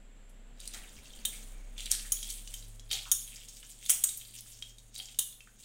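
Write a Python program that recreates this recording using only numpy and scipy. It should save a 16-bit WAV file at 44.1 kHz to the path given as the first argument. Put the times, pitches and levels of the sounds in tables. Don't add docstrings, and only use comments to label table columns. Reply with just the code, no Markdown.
import sys
import numpy as np
from scipy import signal
from scipy.fft import rfft, irfft
from scipy.io import wavfile
from scipy.ndimage import uniform_filter1d

SR = 44100
rng = np.random.default_rng(int(sys.argv[2]) if len(sys.argv) > 2 else 0)


def dump_mix(stems):
    frames = np.atleast_2d(stems).T
    limited = np.clip(frames, -1, 1)
    pcm = np.round(limited * 32767).astype(np.int16)
    wavfile.write(sys.argv[1], SR, pcm)


N = 248833
TIME_S = np.arange(N) / SR
TOP_HZ = 15800

# frequency in Hz, relative density in dB.
ROOM_SPECTRUM = [(20,4.5),(55,-15),(133,-8),(170,-14),(212,-4.5),(270,-12.5),(330,-17),(430,-15.5),(600,-17),(1050,-24.5),(1700,-22.5),(3300,-26),(5500,-38),(9000,-36.5),(16000,-49)]
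# time in seconds, level in dB.
ROOM_ENVELOPE = [(0, -60), (1.3, -55.5), (3.3, -62.5), (5.64, -65.5)]
# time in seconds, fundamental in dB, third harmonic in dB.
MOTOR_ENVELOPE = [(0.1, -52.5, -93), (0.37, -50.5, -76), (0.8, -49.5, -99), (1.03, -57, -93),
                  (1.54, -44, -68), (2.27, -46, -75), (2.69, -48.5, -56.5), (3.65, -58, -71.5),
                  (4.4, -63, -63.5), (4.7, -57.5, -63.5), (5.6, -65, -72.5)]
# frequency in Hz, relative level in dB.
BOWL_MODES = [(2883,-16),(3136,-8),(3400,-14),(3700,-10),(5539,-15),(6000,-10),(6250,-10),(6600,-7),(6805,-6),(7009,-7),(7650,-13),(8228,0),(8380,-7),(8646,-9),(8925,-9),(9329,-6),(9600,-10),(9943,-10),(10200,-9),(10600,-9),(10890,-4),(11178,-11),(12121,-16),(12760,-12),(12980,-12),(13700,-15),(14300,-15),(14715,-14),(15181,-14),(15531,-14)]
REGISTERS_HZ = [3400, 6500, 8300, 10300, 14000]
# start in seconds, rebound delay in seconds, low and high favoured
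# notes in Hz, then a level in dB for each of the five registers.
BEAD_STRIKES = [(1.2516,.0025,3700,6000,-32,-36,-32,-35,-36),(2.1203,.002,7000,9450,-43,-27,-34,-27,-34),(3.1158,.003,6750,9330,-35,-23,-31,-22,-31),(3.8958,.0065,8230,10890,-34,-25,-20,-22,-27),(3.9135,.003,6800,8230,-46,-38,-30,-30,-37),(4.038,.0025,6700,8300,-39,-28,-22,-29,-31),(5.1882,.0035,3130,10890,-32,-33,-28,-26,-32)]
# start in seconds, level in dB, pitch in Hz.
BOWL_BUMPS = [(0.979,-43,61),(1.18,-55,84),(2.918,-49,127)]
# pitch in Hz, width in Hz, level in dB relative to
# the stroke's thud, fade in seconds.
PALM_CAVITY = [(748, 180, -0.5, 0.072), (410, 190, -2.5, 0.026)]
# start in seconds, level in dB, pitch in Hz,
# width in Hz, fade in seconds.
LUMP_HOLLOWS = [(1.325, -50, 2330, 900, 0.042), (1.53, -65, 2258, 302, 0.11),
                (2.047, -48, 1800, 400, 0.017), (3.058, -49, 1220, 354, 0.037),
                (3.632, -52, 1800, 700, .0074), (3.915, -58.5, 1090, 400, 0.041),
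                (4.46, -56, 1650, 600, 0.0046), (5.472, -50.5, 1520, 600, 0.0053)]
# start in seconds, ring level in dB, pitch in Hz, tick level in dB.
POCKET_POPS = [(0.6017, -42.5, 3760, -36), (.655, -42, 3940, -35.5), (0.675, -35, 4200, -39),
               (1.0565, -45.5, 2680, -40.5), (1.1045, -43, 3450, -55), (1.136, -41, 3130, -54),
               (1.78, -32, 3450, -33), (1.8055, -31, 3480, -29.5), (1.836, -40, 3380, -37),
               (1.8587, -31.5, 3980, -25.5), (1.9958, -41, 2680, -52), (2.1717, -36, 3300, -48),
               (2.229, -31, 3210, -27), (2.4752, -37.5, 2930, -34), (2.5409, -33, 3100, -36.5),
               (2.626, -41, 3940, -58), (2.7958, -43.5, 3320, -39.5), (2.9134, -21, 3100, -20),
               (2.9293, -31, 3410, -23), (2.988, -31, 3330, -32), (3.277, -39.5, 3300, -50),
               (3.629, -38.5, 2960, -47), (3.8616, -31, 3500, -28), (4.0907, -30, 3780, -21),
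               (4.213, -38.5, 3200, -45), (4.3632, -42.5, 2990, -56), (4.6242, -28, 3190, -35),
               (4.784, -43.5, 3740, -39.5), (4.961, -32, 3840, -47), (5, -28.5, 3170, -46),
               (5.146, -44, 2980, -43), (5.327, -41.5, 3500, -43), (5.406, -40, 2640, -47)]
# start in seconds, level in dB, pitch in Hz, fade in seconds.
STRAND_SNAPS = [(.294, -52, 8970, 0.014), (.677, -20, 7560, 0.00055), (1.9132, -13, 7850, 0.00017),
                (1.916, -1.5, 8500, 0.00049), (1.922, -20, 8900, 0.0059), (2.303, -23, 8300, .002),
                (2.54, -25, 9900, 0.0022), (3.359, -34.5, 5630, 0.0053), (3.485, -33.5, 6470, 0.0086),
                (4.173, -27.5, 12600, .0059), (4.388, -32.5, 5160, 0.00073), (4.408, -25.5, 11400, 0.00067),
                (5.056, -30.5, 6400, 0.0036), (5.588, -51, 7360, 0.0033)]
# frequency in Hz, relative density in dB.
FILM_SPECTRUM = [(1500,-12),(3050,4),(4900,-7),(6800,-9.5),(8500,6.5),(10000,-5),(12000,-7),(16000,-3.5)]
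# touch, push, squeeze and let-go times in seconds, then stir, push,
# squeeze, squish and thud levels in dB.
KNEAD_STROKES = [(0.606, 0.739, 1.37, 1.52, -58.5, -46, -46, -49.5, -59),
                 (1.793, 1.909, 2.3, 2.603, -53.5, -35, -40.5, -49, -64),
                 (2.912, 2.92, 3.36, 3.74, -54.5, -34, -51.5, -57, -54),
                 (3.817, 3.896, 4.52, 4.58, -55.5, -36, -55, -58, -56.5),
                 (4.946, 4.982, 5.7, 5.08, -56, -44, -46, -71, -65)]


def undb(db):
    return 10 ** (np.asarray(db) / 20)


def unit(x):
    return x / np.sqrt(np.mean(x ** 2))


def curves(table):
    times_s, *columns = np.transpose(table)
    return [np.interp(TIME_S, times_s, column) for column in columns]


def add(out, start_s, sound):
    i = int(np.clip(start_s * SR, 0, N - 1))
    out[i:i + len(sound)] += sound[:N - i]


def colour(x, outline):
    hz, db = np.transpose(outline)
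    bins_hz = np.maximum(np.fft.rfftfreq(4096, 1 / SR), 1)
    cepstrum = irfft(np.log(undb(np.interp(np.log(bins_hz), np.log(hz), db))))
    cepstrum[1:2048] *= 2
    cepstrum[2049:] = 0
    return signal.fftconvolve(x, irfft(np.exp(rfft(cepstrum))))[:len(x)]


def bandpass(x, hz, width_hz, widen=2):
    for stage_hz in (width_hz, width_hz * widen):
        x = signal.lfilter(*signal.iirpeak(hz, hz / stage_hz, fs=SR), x)
    return x


def highpass(x, hz):
    return signal.sosfilt(signal.butter(2, hz, "high", fs=SR, output="sos"), x)


def wander(rate_hz):
    hold = int(SR / rate_hz)
    return 1.2 * uniform_filter1d(rng.standard_normal(2000)[np.arange(N) // hold], hold)


def grains(per_s, spread_db):
    size = undb(spread_db * np.minimum(rng.exponential(size=N), 4))
    train = (rng.random(N) < per_s / SR) * size * rng.choice([-1, 1], N)
    power = np.maximum(uniform_filter1d(train ** 2, size=2600), 0)
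    return train / np.sqrt(power + 1e-6)


def room_noise():
    return unit(colour(rng.standard_normal(N), ROOM_SPECTRUM)) * undb(curves(ROOM_ENVELOPE)[0])


def hiss(early_hz=7500, late_hz=6750, width_hz=800, level_db=-73, step_at_s=0.84):
    early, late = (unit(bandpass(rng.standard_normal(N), hz, width_hz, widen=1))
                   for hz in (early_hz, late_hz))
    return undb(level_db) * np.where(TIME_S < step_at_s, early, late)


def motor_drone(idle_hz=32.3, full_hz=39.2, run_up_at_s=1.5, lag_s=2.1):
    first_db, third_db = curves(MOTOR_ENVELOPE)
    hz = full_hz - (full_hz - idle_hz) * np.exp(-np.maximum(TIME_S - run_up_at_s, 0) / lag_s)
    phase = 2 * np.pi * np.cumsum(hz) / SR
    return np.sqrt(2) * (undb(first_db) * np.sin(phase) + undb(third_db) * np.sin(3 * phase))


def kitchen_reverb(x, early_db=-8, early_fade_s=0.012, tail_db=-6, t60_s=0.42):
    t = TIME_S[:SR * 3 // 4]
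    early = rng.standard_normal(len(t)) * np.exp(-t / early_fade_s) * (t > 0.0007)
    tail = rng.standard_normal(len(t)) * 1000 ** (-t / t60_s) * (t > 0.006)
    response = undb(early_db) * early / np.linalg.norm(early)
    response += undb(tail_db) * tail / np.linalg.norm(tail)
    return x + signal.fftconvolve(x, response)[:N]


def bowl_bumps(fade_s=0.016):
    out, t = np.zeros(N), TIME_S[:SR // 2]
    for start_s, db, hz in BOWL_BUMPS:
        add(out, start_s, undb(db) * np.sin(2 * np.pi * hz * t) * np.exp(-t / fade_s))
    return out


def hollow_bursts(events):
    out, t = np.zeros(N), TIME_S[:SR // 2]
    for start_s, db, hz, width_hz, fade_s in events:
        band = bandpass(grains(per_s=1800, spread_db=1.5)[:len(t)], hz, width_hz)
        add(out, start_s, undb(db) * unit(band) * np.exp(-t / fade_s))
    return out


def bead_knocks(relative_db=-16.5, hz=1520, width_hz=880, fade_s=0.012):
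    return hollow_bursts((start_s, np.mean(register_db) + relative_db, hz, width_hz, fade_s)
                         for start_s, _, _, _, *register_db in BEAD_STRIKES)


def bead_clinks(t60_s=0.028, tail_db=-29, tail_t60_s=0.2, rebound_db=1,
                crack_db=-7, crack_fade_s=0.0059, favour_db=4, favour_width_hz=170):
    out, t = np.zeros(N), TIME_S[:SR // 4]
    hz, mode_db = np.repeat(np.transpose(BOWL_MODES), 2, axis=1)
    nearest = np.abs(hz[:, None] - np.array(REGISTERS_HZ)).argmin(axis=1)
    in_register = nearest == np.arange(len(REGISTERS_HZ))[:, None]
    fade = 1000 ** (-t / t60_s) + undb(tail_db) * 1000 ** (-t / tail_t60_s)
    for start_s, rebound_s, low_hz, high_hz, *register_db in BEAD_STRIKES:
        favoured = sum(np.exp(-((hz - note) / favour_width_hz) ** 2) for note in (low_hz, high_hz))
        weights = in_register * undb(mode_db + favour_db * favoured)
        split_hz = hz + 35 * rng.standard_normal(len(hz))
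        registers, contact = 0, 0
        for delay_s, db in ((0, 0), (rebound_s, rebound_db)):
            blow = undb(db) * (t >= delay_s)
            modes = np.sin(2 * np.pi * (split_hz[:, None] * t + rng.random((len(hz), 1))))
            registers += weights @ modes * blow * np.interp(t - delay_s, t, fade)
            contact += blow * np.exp(-(t - delay_s) / crack_fade_s)
        onset_rms = registers[:, :SR // 80].std(axis=1, keepdims=True)
        ring = undb(register_db) @ (registers / onset_rms)
        outline = [(500, -85), (2200, -58), (4800, -49), *zip(REGISTERS_HZ, register_db)]
        crack = colour(rng.standard_normal(len(t)) * contact, sorted(outline))
        crack *= undb(crack_db) * np.linalg.norm(ring) / np.linalg.norm(crack)
        add(out, start_s, ring + crack)
    return highpass(out, hz=1950)


def lump_squishes(squish_hz=1800, squish_width_hz=930, squish_fade_s=0.069):
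    events = []
    for _, push_s, *_, squish_db, thud_db in KNEAD_STROKES:
        events.append((push_s, squish_db, squish_hz, squish_width_hz, squish_fade_s))
        for hz, width_hz, db, fade_s in PALM_CAVITY:
            events.append((push_s, thud_db + db, hz, width_hz, fade_s))
    return hollow_bursts(events + LUMP_HOLLOWS)


def bubble(hz, fade_cycles, glide):
    age = np.arange(int(5 * fade_cycles * SR / hz) + 2) * hz / SR / fade_cycles
    return np.exp(-age) * np.sin(2 * np.pi * fade_cycles * (age + glide * age ** 2 / 2))


def bubble_swarm(per_s, spread_db, centre_hz, scatter_oct, wander_oct, fade_cycles):
    train, out = grains(per_s, spread_db), np.zeros(N)
    octaves = scatter_oct * rng.standard_normal(N) + wander_oct * wander(rate_hz=45)
    hz = np.minimum(centre_hz * 2 ** octaves, TOP_HZ)
    for i in np.flatnonzero(train):
        add(out, i / SR, train[i] * bubble(hz[i], fade_cycles, glide=0.041))
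    return unit(out)


def wet_tick(hz, fade_s):
    t = TIME_S[:1200]
    crack = bandpass(rng.standard_normal(len(t)) * np.exp(-t / fade_s), hz, width_hz=hz / 2)
    return crack / np.abs(crack).max()


def pops_and_snaps(fade_cycles=10.7, upper_ratio=1.144, upper_db=-7):
    out = np.zeros(N)
    for start_s, db, hz, tick_db in POCKET_POPS:
        add(out, start_s, undb(db) * bubble(hz, fade_cycles, glide=0.014))
        add(out, start_s, undb(db + upper_db) * bubble(hz * upper_ratio, fade_cycles, glide=0.034))
        add(out, start_s, undb(tick_db) * wet_tick(hz * 2.04, fade_s=0.0042))
    for start_s, db, hz, fade_s in STRAND_SNAPS:
        add(out, start_s, undb(db) * wet_tick(hz, fade_s))
    return highpass(out, hz=1800)


def small_pops(air_db, gain_db=-12):
    pockets = bubble_swarm(per_s=23, spread_db=5.5, centre_hz=3300,
                           scatter_oct=0.17, wander_oct=0.055, fade_cycles=19)
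    return pockets * undb(air_db + gain_db)


def squelch(air_db, gain_db=-2):
    pockets = bubble_swarm(per_s=600, spread_db=4.5, centre_hz=3380,
                           scatter_oct=0.18, wander_oct=0.22, fade_cycles=2.05)
    return unit(highpass(highpass(pockets, hz=1330), hz=2060)) * undb(air_db + gain_db)


def crackle(level_db, film_db=-2, fizz_db=-1.5, spurt_db=3):
    films = unit(colour(grains(per_s=1300, spread_db=4), FILM_SPECTRUM))
    fizz = bubble_swarm(per_s=700, spread_db=2, centre_hz=7550,
                        scatter_oct=0.16, wander_oct=0.19, fade_cycles=2.7)
    wet = highpass(undb(film_db) * films + undb(fizz_db) * fizz, hz=2870)
    return wet * undb(level_db + spurt_db * wander(rate_hz=52))


def gesture_db(start_s, end_s, rise_db_per_s=499, fall_db_per_s=71):
    rise_db = -rise_db_per_s * np.maximum(start_s - TIME_S, 0)
    return rise_db - fall_db_per_s * np.maximum(TIME_S - end_s, 0)


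def kneading_levels_db(cling_db=-67.5, grab_re_push_db=-15.5, air_loss_db_per_s=17.5):
    films, air = [cling_db + gesture_db(KNEAD_STROKES[0][0], TIME_S[-1])], []
    for touch_s, push_s, squeeze_s, let_go_s, stir_db, push_db, squeeze_db, *_ in KNEAD_STROKES:
        stir = stir_db + gesture_db(touch_s, let_go_s)
        grab = push_db + grab_re_push_db + gesture_db(touch_s, push_s, fall_db_per_s=230)
        push = push_db + gesture_db(push_s, push_s, rise_db_per_s=1397, fall_db_per_s=230)
        squeeze = squeeze_db + gesture_db(squeeze_s, squeeze_s, rise_db_per_s=158, fall_db_per_s=210)
        films += [stir, grab, push, squeeze]
        air_left_db = 2 - air_loss_db_per_s * np.maximum(TIME_S - touch_s, 0)
        air += [stir + air_left_db, grab - 0.5, push - 0.5, squeeze - 8]
    return [20 * np.log10(np.linalg.norm(undb(parts), axis=0) + 1e-9) for parts in (films, air)]


def scene(spurt_db=4.5, kneading_gain_db=-2.5):
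    crackle_db, air_db = kneading_levels_db()
    air_db += spurt_db * wander(rate_hz=40)
    meat = crackle(crackle_db) + squelch(air_db) + small_pops(air_db)
    meat += pops_and_snaps() + lump_squishes()
    bowl = bowl_bumps() + bead_knocks() + bead_clinks()
    kneading = undb(kneading_gain_db) * kitchen_reverb(meat + bowl)
    return (kneading + motor_drone() + room_noise() + hiss())[None]


def record(dry):
    return signal.sosfilt(signal.ellip(10, 0.2, 70, TOP_HZ, fs=SR, output="sos"), dry)


dry = scene()
out = record(dry)
dump_mix(out)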